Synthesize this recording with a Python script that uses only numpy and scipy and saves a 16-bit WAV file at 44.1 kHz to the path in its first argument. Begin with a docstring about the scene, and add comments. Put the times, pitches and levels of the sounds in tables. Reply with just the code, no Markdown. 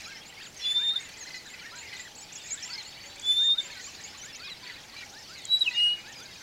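"""A pair of bush-shrikes whistle from a thorn bush: gliding sines with faint overtones, trills, scrub echo.
Dawn chorus behind: twitterer, assorted short sweeps and a low three-note whistler (pitch-swept sines), throaty
chatter (stacked partials with rasp), doves (falling sine coos, narrow-band murmur), sharp ticks, dry rustles.
Background: distant birds as random chirps blurred into noise haze, and the coloured hiss of air and microphone."""
import sys
import numpy as np
from scipy import signal
from scipy.fft import rfft, irfft
from scipy.io import wavfile
from scipy.ndimage import uniform_filter1d

SR = 44100
rng = np.random.default_rng(int(sys.argv[2]) if len(sys.argv) > 2 else 0)


def log_audio(samples):
    """Write samples as a 16-bit WAV file to the path given in sys.argv[1]."""
    # one column per channel
    frames = np.atleast_2d(samples).T
    # limit to full scale, then quantise
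    limited = np.clip(frames, -1, 1)
    pcm = np.round(limited * 32767).astype(np.int16)
    wavfile.write(sys.argv[1], SR, pcm)


N = 283122
TIME = np.arange(N) / SR

# air and microphone hiss, relative spectrum density: f/Hz, level/dB
AIR_SPECTRUM = [(8, -5.5), (25, -5), (45, -4), (82, 1), (164, -0.5), (666, -4.5), (1080, -8), (3000, -9.5),
                (6000, -12), (8800, -19), (15500, -24)]
# distant birds: t/s, level of low voices/dB, level of high voices/dB
FAR_LEVELS = [(0, -46.5, -45.5), (.19, -47, -56), (.32, -51.5, -64), (.43, -47.5, -52.5), (.523, -66, -60),
              (.61, -46, -45), (.73, -47, -51), (.94, -48, -55.5), (1.2, -51, -51.5), (1.35, -54.5, -45),
              (1.44, -52, -54), (1.53, -47, -53.5), (1.73, -51, -54.5), (1.97, -48, -50), (2.15, -57, -55),
              (2.3, -52, -54), (2.66, -46.5, -51.5), (2.85, -50, -50), (3.04, -48.5, -56),
              (3.33, -51.5, -50), (3.49, -60.5, -53), (3.68, -44.5, -52), (3.85, -49, -48),
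              (4.06, -48, -50.5), (4.5, -49, -55.5), (4.588, -54, -55), (4.68, -44, -51), (4.88, -55, -55),
              (5.01, -43.5, -51), (5.11, -62, -50.5), (5.37, -48, -48.5), (5.55, -53, -51),
              (5.76, -47.5, -48), (5.97, -49, -55), (6.2, -50, -53), (6.42, -54, -48)]
# weighting of the distant crowd before levelling: f/Hz, gain/dB
FAR_SPECTRUM = [(1100, -11), (1700, -7.5), (2300, -3), (3500, -4.5), (4500, -0.5), (6000, -5.5),
                (7300, -7.5), (8800, -16.5)]
# dove coo starts: t/s
COO_STARTS = [-.2, .76, 1.72, 2.66, 3.65, 4.63, 5.65]
# one coo: t after start/s, f/Hz, level/dB
COO_CONTOUR = [(0, 994, -56), (.03, 991, -64), (0.079, 954, -57.5), (0.129, 863, -60.5), (.17, 790, -65),
               (.2, 763.5, -82), (.9, 760, -86.5)]
# second dove: start/s, length/s, f at start/Hz, middle/Hz, end/Hz, level/dB
DOVE_HOOTS = [(3.0, 0.24, 563, 565, 570, -62.5), (3.54, 0.224, 569, 558, 569, -64)]
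# low cooing after each coo: t after start/s, level/dB
COO_MURMUR = [(0, -67.5), (.13, -67.5), (.2, -62.5), (.33, -64), (.45, -59.5), (.58, -59.5), (.64, -70),
              (1.0, -66)]
# low whistler, one table per note (rise, arch, fall): t/s, level/dB
LOW_TIMES = [
    [(.775, -47), (1.605, -48), (2.53, -51), (3.38, -50), (4.222, -51), (5.117, -52), (6.032, -51)],
    [(.048, -50), (.915, -51), (1.706, -50), (2.675, -52), (3.53, -52), (4.382, -52), (5.278, -53),
     (6.178, -54)],
    [(.12, -51), (1.01, -51), (1.835, -49), (2.75, -51), (3.62, -53), (4.46, -52), (5.345, -53),
     (6.265, -54)],
]
# its note shapes: length/s, f at start/Hz, turn/Hz, end/Hz
LOW_SHAPES = [(.11, 1350, 1860, 1600), (.11, 1230, 1620, 1300), (.08, 2150, 2030, 1780)]
# faint rising pips: t/s, level/dB
PIP_TIMES = [(3.481, -52), (3.869, -54), (4.141, -53), (4.47, -53.5), (4.93, -54.5)]
# their shape: length/s, f at start/Hz, turn/Hz, end/Hz
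PIP_SHAPE = (.029, 1100, 1190, 1300)
# chatter notes: t/s, peak level of strongest partial/dB, f of strongest partial/Hz
CHATTER_NOTES = [(.121, -47, 2200), (.326, -46, 1965), (.668, -46, 2020), (.8145, -42, 2370),
                 (1.007, -44, 2230), (1.169, -44.5, 2050), (1.2785, -44, 2060), (1.306, -38.5, 2057),
                 (1.344, -36, 2006), (1.36, -37.5, 2010), (1.592, -43, 2333), (1.659, -41.5, 1846),
                 (1.828, -43, 2210), (1.93, -35.5, 2055), (1.95, -39.5, 2014), (1.997, -36.5, 1973),
                 (2.511, -42, 2280), (2.596, -48, 1825), (2.646, -43, 1996), (2.752, -44, 2140),
                 (3.286, -49, 2420), (3.606, -44, 2220), (3.7705, -43, 1953), (3.7965, -41, 1940),
                 (4.05, -45, 2210), (4.349, -44.5, 2280), (4.647, -54, 2000), (4.665, -44, 1930),
                 (4.7, -38.5, 1966), (4.965, -40.5, 2330), (4.988, -43, 2377), (5.008, -40, 2357),
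                 (5.025, -41, 1910), (5.681, -53, 2400), (5.713, -36.5, 1973), (5.735, -40, 2010),
                 (5.748, -43, 1870), (5.759, -41, 2370), (5.78, -43, 2410), (5.798, -40.5, 2016),
                 (6.104, -49, 1785)]
# assorted whistles and sweeps, with upper partials of chatter and one steep tick:
# start/s, length/s, f at start/Hz, middle/Hz, end/Hz, level/dB
ASSORTED_SWEEPS = [(.034, 0.027, 4250, 3960, 4270, -47), (.166, .05, 6000, 5850, 4740, -55),
                   (.146, 0.039, 5200, 5240, 5540, -49), (.365, 0.071, 2136, 2480, 3660, -50),
                   (.4, 0.03, 1320, 1896, 1350, -49.5), (.423, .054, 2720, 1970, 1230, -54.5),
                   (.425, .055, 5300, 3860, 2270, -48), (.45, 0.033, 6000, 4800, 3300, -67),
                   (.564, .017, 6350, 6360, 6860, -49), (.618, .056, 4060, 4130, 3800, -42),
                   (.998, 0.029, 6840, 6650, 6260, -48.5), (1.0, .042, 6700, 8420, 7170, -56),
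                   (1.03, .05, 6390, 7100, 6590, -53), (1.205, .029, 2040, 1960, 1620, -50),
                   (1.206, 0.041, 6480, 6570, 5780, -41.5), (1.25, .047, 1280, 2050, 1250, -53),
                   (1.269, .026, 4280, 4160, 4060, -47), (1.336, 0.054, 4430, 4074, 4080, -46),
                   (1.36, 0.055, 5800, 4700, 4250, -51), (1.455, 0.027, 1340, 1780, 1410, -50.5),
                   (1.753, 0.063, 3930, 4230, 4340, -52), (2.05, 0.032, 1734, 1950, 1314, -48.5),
                   (2.001, 0.017, 7250, 7310, 7580, -43.5), (2.188, 0.027, 7700, 7800, 7900, -47.5),
                   (2.352, 0.019, 7220, 5720, 5440, -44.5), (2.07, .05, 5900, 6160, 5300, -63),
                   (2.198, 0.055, 5220, 5190, 5000, -55), (2.396, .04, 3820, 3554, 3620, -52),
                   (2.487, .025, 5720, 5180, 4840, -55), (2.625, 0.027, 6300, 5300, 6040, -39.5),
                   (2.697, 0.05, 4400, 4520, 4080, -41), (2.728, .033, 4360, 5220, 4100, -37),
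                   (2.778, .041, 4220, 4180, 3800, -39.5), (2.83, .35, 4395, 4505, 4470, -53.5),
                   (3.743, 0.079, 1683, 1500, 1555, -51.5), (3.709, 0.03, 4480, 4284, 4070, -50),
                   (4.327, 0.025, 5480, 5160, 4940, -47.5), (4.172, 0.033, 5800, 7200, 5800, -50.5),
                   (4.21, 0.059, 5700, 6450, 7600, -44.5), (4.343, 0.03, 4810, 6200, 7250, -45),
                   (4.419, 0.026, 4610, 4500, 4300, -44.5), (4.428, .052, 2425, 2473, 2505, -47),
                   (4.443, .045, 5000, 4980, 3520, -45.5), (4.455, .05, 4120, 3630, 3050, -44.5),
                   (4.495, 0.043, 4130, 3980, 3770, -43), (5.179, 0.037, 5440, 5470, 4900, -53),
                   (5.287, 0.21, 5380, 3910, 3060, -52), (5.593, 0.013, 5900, 9040, 10500, -48),
                   (5.7, .027, 6240, 7500, 6560, -57), (5.707, 0.027, 3960, 4060, 4450, -42),
                   (5.739, 0.031, 3870, 3670, 3900, -40.5), (5.767, 0.037, 4810, 5000, 5160, -49),
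                   (5.792, .015, 4010, 4150, 3680, -43), (5.739, .039, 6330, 6540, 5750, -51.5),
                   (6.08, 0.018, 6200, 6440, 7240, -52), (6.122, .013, 7360, 6560, 5670, -50),
                   (6.225, .021, 5800, 6360, 6840, -49), (6.154, .072, 5010, 4860, 4780, -48)]
# twitter, before the beak: t/s, level of arch/dB, level of rise/dB, f at end of rise/Hz
TWITTER_NOTES = [(.03, -69, -54, 7840), (0.224, -66, -51.5, 7650), (.428, -58, -56, 7500),
                 (1.166, -52, -70, 7460), (1.455, -57, -52, 7430), (1.752, -48, -50.5, 7300),
                 (1.961, -46, -49, 7500), (2.15, -46, -70, 7400), (2.175, -70, -50, 7400),
                 (2.322, -44.5, -43, 8300), (2.405, -57, -50, 7600), (2.43, -72, -53, 7300),
                 (2.474, -47, -36.5, 7960), (2.6, -54, -47, 7430), (2.659, -70, -55, 8200),
                 (2.823, -52, -51.5, 7550), (3.026, -56.5, -52.5, 7450), (3.21, -54, -50, 7400),
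                 (3.401, -51, -46.5, 7250), (3.598, -51, -45.5, 7360), (3.809, -50, -49.5, 7400),
                 (4.006, -57, -48, 7280)]
# twitter arch: length/s, f at start/Hz, middle/Hz, end/Hz
ARCH_SHAPE = (.04, 5400, 7750, 6350)
# twitter rise, its end set per note: length/s, f at start/Hz, middle/Hz
RISE_SHAPE = (.048, 6300, 7150)
# beak response: f/Hz, gain/dB
BEAK_RESPONSE = [(4500, -6), (6400, -0.5), (7000, 2), (7400, -1), (7800, -6.5), (8300, -20)]
# tick calls: t/s, peak level/dB, f reference/Hz (swept from 0.57 to 1.55 times)
TICK_CALLS = [(0.5751, -47, 6200), (3.157, -43.5, 5900), (3.195, -35, 5760), (5.4164, -46, 6500),
              (5.451, -29, 5850), (5.5917, -43.5, 6500)]
# dry rustles: t/s, level at the peak/dB
RUSTLE_PUFFS = [(0.0149, -51), (0.0717, -52), (0.2838, -53), (0.3944, -58), (0.5387, -51), (0.725, -48),
                (0.9303, -53), (1.0854, -48.5), (1.4965, -52), (1.934, -51), (2.2159, -53), (3.7678, -54),
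                (4.9382, -56), (6.1968, -50)]
# shrike whistles, one table each: t/s, f/Hz, level/dB, overtone brightness/dB
SHRIKE_WHISTLES = [
    [(.6, 3434, -52, 0), (.636, 3445, -37.5, 0), (.662, 3462, -28, -1), (.72, 3500, -26.5, 8.5),
     (.739, 3540, -40.5, 10), (.748, 3541, -31.5, 7), (.768, 3573, -21.5, -11), (.812, 3610, -30.5, -0.5),
     (.898, 3627, -24, -2), (.916, 3670, -26.5, -18), (.948, 3670, -43, -8)],
    [(3.21, 3448, -66, 4), (3.232, 3444, -41.5, -0.5), (3.268, 3481, -29, 2.5), (3.31, 3507, -19.5, 1),
     (3.34, 3538, -29, 11), (3.356, 3550, -31, 5.5), (3.372, 3550, -23, 2.5), (3.4, 3620, -23, -6),
     (3.45, 3630, -23.5, -15.5), (3.51, 3634, -21, -8.5), (3.54, 3678, -25, -10), (3.56, 3760, -55, -11.5)],
    [(5.46, 3850, -60, 0), (5.5, 3894, -33, -4), (5.525, 3920, -21, -4), (5.546, 3905, -19, -0.5),
     (5.562, 3905, -29.5, 9), (5.571, 3900, -27, 1), (5.582, 3900, -39, 3), (5.603, 3910, -46.5, -0.5)],
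    [(5.73, 2760, -50, 0), (5.748, 2838, -35, -10), (5.784, 2863, -24.5, -1.5), (5.85, 2876, -20.5, 0),
     (5.912, 2890, -25, -3), (5.94, 2910, -32.5, -3), (5.958, 2890, -39, -1), (5.985, 2800, -55.5, 8)],
]
# per whistle, relative to the note: 2nd/dB, 3rd/dB, 4th/dB, 5th harmonic/dB
SHRIKE_OVERTONES = [(-25, -32.5, -44, -70), (-29.5, -31, -41, -75), (-31.5, -34, -67, -70),
                    (-32, -29, -56, -47.5)]
# trill closing each rising whistle: t/s, level/dB
TRILL_STARTS = [(.948, -26.5), (3.571, -24.5)]
# trill pips: t after start/s, length/s, f at start/Hz, middle/Hz, end/Hz, level re trill/dB
TRILL_PIPS = [(.001, 0.0099, 3890, 3696, 3750, -11.5), (.008, 0.0183, 3665, 3630, 3440, 2),
              (.024, .014, 3520, 3620, 3620, -1.5), (.036, 0.018, 3555, 3650, 3650, -13)]
# other shrike, falling pips between its whistles: start/s, length/s, f at start/Hz, middle/Hz, end/Hz, level/dB
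LINK_PIPS = [(5.606, 0.03, 4035, 3870, 3816, -19.5), (5.637, 0.028, 3720, 3220, 3060, -37),
             (5.658, 0.0194, 2960, 2860, 2740, -25.5), (5.672, 0.015, 2640, 2632, 2630, -22),
             (5.681, 0.015, 2480, 2566, 2560, -25.5), (5.691, 0.027, 2545, 2545, 2500, -42)]

AIR_DB, FAR_SWELL_DB, TWIGS_DB = -53, 0.97, -11
SCRUB_T60_S, STOPBAND_HZ = .36, 16100
CHUCK_PULSE_HZ, CHUCK_S = 482, 0.022
RASP_DB, RASP_S, RASP_WAVER_DB = -17, .04, 2.5
RISE_AFTER_S = 0.032
LOW_LATE = 1.7  # exponent; puts the turn at two thirds of the note


def from_db(db):
    """Decibels to gain."""
    return 10 ** (np.asarray(db) / 20)


def rms_one(x):
    """Scale to rms 1."""
    return x / np.sqrt(np.mean(x ** 2) + 1e-20)


def drift(rate_hz):
    """Slow random signal of spread 1, with rate_hz new values a second."""
    steps = np.convolve(rng.standard_normal(int(N / SR * rate_hz) + 4), [.5, 1, .5], "same")
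    return np.interp(TIME * rate_hz, np.arange(len(steps)), rms_one(steps))


def band_noise(low_hz, high_hz):
    """Band-passed white noise, rms 1."""
    sos = signal.butter(2, [low_hz, high_hz], "band", fs=SR, output="sos")
    return rms_one(signal.sosfilt(sos, rng.standard_normal(N)))


def coloured(x, spectrum):
    """Apply a gain curve (f/Hz, gain/dB), interpolated over log frequency."""
    hz, db = np.transpose(spectrum)
    grid_hz = np.maximum(np.fft.rfftfreq(N, 1 / SR), 1)
    gain = from_db(np.interp(np.log(grid_hz), np.log(hz), db))
    return irfft(rfft(x) * gain, N)


def add(out, start_s, sound):
    """Mix a sound in at a time, trimmed to the scene."""
    at = round(start_s * SR)
    sound, at = sound[max(-at, 0):], max(at, 0)
    out[at:at + len(sound)] += sound[:max(N - at, 0)]


def echoes(x, t60_s, gap_s):
    """Scattered returns: decaying noise tail of energy 1 after a short gap."""
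    age_s = np.arange(int(t60_s * SR)) / SR
    tail = rng.standard_normal(len(age_s)) * from_db(-60 * age_s / t60_s) * (age_s > gap_s)
    return signal.fftconvolve(x, tail / np.sqrt(np.sum(tail ** 2)))[:N]


def chirps(rows, edge, waver_db, octave_db, third_db=-80, late=1):
    """Short whistles: parabolic pitch, turn delayed by late; air turbulence wavers each level."""
    out, waver = np.zeros(N), from_db(waver_db * drift(90))
    for (start_s, length_s, first_hz, middle_hz, last_hz, db), chance in zip(rows, rng.random(len(rows))):
        u = np.linspace(0, 1, max(int(length_s * SR), 8))
        parabola = np.polyfit([0, .5, 1], [first_hz, middle_hz, last_hz], 2)
        phase = 2 * np.pi * np.cumsum(np.polyval(parabola, u ** late)) / SR
        swell = np.sin(np.pi / 2 * np.clip(np.minimum(u, 1 - u) / edge, 0, 1))
        swell = swell * waver[int(chance * (N - len(u))):][:len(u)]  # random stretch of the waver
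        tone = np.sin(phase) + from_db(octave_db) * np.sin(2 * phase) + from_db(third_db) * np.sin(3 * phase)
        add(out, start_s, np.sqrt(2) * from_db(db) * swell * tone)
    return out


def chucks(rows):
    """Low buzz through a throat: strongest partial, its neighbours, and a pair an octave up."""
    out = np.zeros(N)
    for (start_s, db, hz, length_s), chances in zip(rows, rng.standard_normal((len(rows), 6))):
        age_s = np.arange(int(max(length_s, .005) * SR)) / SR
        partials = [(hz, 0), (hz - CHUCK_PULSE_HZ, -16), (hz + CHUCK_PULSE_HZ, -11),
                    (hz + 2 * CHUCK_PULSE_HZ, -15), (2 * hz, -10), (2 * hz + CHUCK_PULSE_HZ, -14)]
        tone = 0
        for (f_hz, level_db), chance in zip(partials, chances):
            gain = from_db(level_db + 0.6 * chance * (level_db < 0))  # the strongest stays fixed
            tone = tone + gain * np.sin(2 * np.pi * f_hz * age_s + 9 * chance)
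        swell = np.minimum(age_s / 0.0013, 1) * np.cos(np.pi / 2 * age_s / age_s[-1])
        add(out, start_s - .002, from_db(db) * swell * tone)
    return out


def air_hiss():
    """Air and microphone: steady coloured noise."""
    return from_db(AIR_DB) * rms_one(coloured(rng.standard_normal(N), AIR_SPECTRUM))


def far_birds(count):
    """Faint random chirps and chucks with echo and haze; low and high voices swell apart."""
    draw = rng.random((count, 6))
    start_s = draw[:, 0] * N / SR
    length_s = .01 + .045 * draw[:, 1] ** 2
    middle_hz = 1500 * (7500 / 1500) ** draw[:, 2]
    first_hz = middle_hz * (.6 + .55 * draw[:, 3])
    last_hz = middle_hz * (.5 + .6 * draw[:, 4])
    db = 4.5 * draw[:, 5] + 10 * np.log10(middle_hz / 3000)
    calls = chirps(np.c_[start_s, length_s, first_hz, middle_hz, last_hz, db],
                   edge=0.54, waver_db=3.5, octave_db=-12.0)
    # every third chirp has a chuck at its start
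    chuck_rows = np.c_[start_s[::3], 7 * draw[::3, 5], 1600 + 1400 * draw[::3, 3], length_s[::3] / 2]
    calls += from_db(-14.0) * chucks(chuck_rows)
    calls = rms_one(calls + from_db(-6.5) * echoes(calls, 0.36, 0.004))
    crowd = coloured(from_db(5.5) * calls + band_noise(900, 9500), FAR_SPECTRUM)
    s, *levels_db = np.transpose(FAR_LEVELS)
    out = 0
    for kind, level_db in zip(("low", "high"), levels_db):
        half = signal.sosfilt(signal.butter(3, 3500, kind, fs=SR, output="sos"), crowd)
        half = half / np.sqrt(uniform_filter1d(half ** 2, size=3000) + 1e-12)  # a large crowd keeps even
        out = out + from_db(np.interp(TIME, s, level_db) + FAR_SWELL_DB * drift(9)) * half
    return out


def doves():
    """Repeated falling sine coo, two hoots, and a narrow-band noise blur of cooing."""
    after_s, hz, db = np.transpose(COO_CONTOUR)
    since_s = TIME - np.array(COO_STARTS)[np.searchsorted(COO_STARTS, TIME) - 1]
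    phase = 2 * np.pi * np.cumsum(np.interp(since_s, after_s, hz)) / SR
    coo = np.sqrt(2) * from_db(np.interp(since_s, after_s, db) + 1.5 * drift(30.2)) * np.sin(phase)
    hoots = chirps(DOVE_HOOTS, edge=0.18, waver_db=3.5, octave_db=-40)
    later_s, murmur_db = np.transpose(COO_MURMUR)
    murmur = from_db(np.interp(since_s, later_s, murmur_db)) * band_noise(780, 900)
    return coo + hoots + murmur


def chatter():
    """Throaty notes, each in a puff of rasping noise."""
    puffs = np.zeros(N)
    for start_s, db, _ in CHATTER_NOTES:
        add(puffs, start_s - RASP_S / 2, from_db(db + RASP_DB) * np.hanning(int(RASP_S * SR)))
    rasp = puffs * band_noise(1600, 4800) * from_db(RASP_WAVER_DB * drift(150))
    return chucks([(*row, CHUCK_S) for row in CHATTER_NOTES]) + rasp


def low_whistler():
    """Three fixed note shapes (rise, arch, fall) with a clear octave, and faint rising pips."""
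    rows = [(s, *shape, db) for times, shape in zip(LOW_TIMES, LOW_SHAPES) for s, db in times]
    rows += [(s, *PIP_SHAPE, db) for s, db in PIP_TIMES]
    return chirps(rows, late=LOW_LATE, edge=0.45, waver_db=1.1, octave_db=-22.0)


def assorted_sweeps():
    """Assorted near-pure sweeps: whistles, stray twitter, upper chatter partials, one tick."""
    return chirps(ASSORTED_SWEEPS, edge=0.12, waver_db=1.5, octave_db=-37.0)


def twitterer():
    """Arch and rise sweeps, filtered by the beak, which fades the top."""
    rows = [(s, *ARCH_SHAPE, db) for s, db, _, _ in TWITTER_NOTES]
    rows += [(s + RISE_AFTER_S, *RISE_SHAPE, hz, db) for s, _, db, hz in TWITTER_NOTES]
    return coloured(chirps(rows, edge=0.033, waver_db=3.5, octave_db=-60), BEAK_RESPONSE)


def rustles():
    """Short dry puffs of wide-band noise."""
    puffs = np.zeros(N)
    for start_s, db in RUSTLE_PUFFS:
        add(puffs, start_s, from_db(db) * np.hanning(int(0.014 * SR)))
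    return puffs * band_noise(1800, 9500)


def ticks():
    """Tick calls: upward sweeps so steep that they sound as clicks."""
    out, u = np.zeros(N), np.linspace(0, 1, int(0.0069 * SR))
    for start_s, db, hz in TICK_CALLS:
        phase = 2 * np.pi * np.cumsum(hz * (0.57 + 0.98 * np.sqrt(u))) / SR
        add(out, start_s, from_db(db) * np.sin(np.pi * u) ** 2 * np.sin(phase))
    return out


def shrikes():
    """Long whistles as gliding sines with weak harmonics; then trills and the falling link."""
    out = np.zeros(N)
    for rows, overtones_db in zip(SHRIKE_WHISTLES, SHRIKE_OVERTONES):
        s, hz, db, bright_db = np.transpose(rows)
        t = np.arange(s[0], s[-1], 1 / SR)
        phase = 2 * np.pi * np.cumsum(np.interp(t, s, hz)) / SR
        upper = sum(from_db(level_db) * np.sin(k * phase) for k, level_db in enumerate(overtones_db, start=2))
        tone = np.sin(phase) + from_db(np.interp(t, s, bright_db)) * upper
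        level = uniform_filter1d(from_db(np.interp(t, s, db)), size=200)
        add(out, s[0], level * signal.windows.tukey(len(t), .04) * tone)
    whistles = np.sqrt(2) * out * from_db(0.74 * drift(120))
    pips = [(start_s + after_s, *shape, db + pip_db)
            for start_s, db in TRILL_STARTS for after_s, *shape, pip_db in TRILL_PIPS]
    return whistles + chirps(pips + LINK_PIPS, edge=0.55, waver_db=-0.6, octave_db=-30, third_db=-34.5)


def scene():
    """Near pair, chorus, scrub echo, distant haze and hiss at one microphone."""
    near = shrikes() + ticks() + rustles()
    chorus = twitterer() + assorted_sweeps() + low_whistler() + chatter() + doves()
    chorus = chorus + from_db(TWIGS_DB) * echoes(chorus, 0.022, .002)  # twigs around each singer
    scattered = echoes(from_db(-20) * near + from_db(-15.0) * chorus, SCRUB_T60_S, 0.017)
    return (near + chorus + scattered + far_birds(count=1900) + air_hiss())[None]


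def record(dry):
    """Steep low-pass, 60 dB down from STOPBAND_HZ."""
    return signal.sosfilt(signal.cheby2(24, 60, STOPBAND_HZ, fs=SR, output="sos"), dry)


dry = scene()
out = record(dry)
log_audio(out)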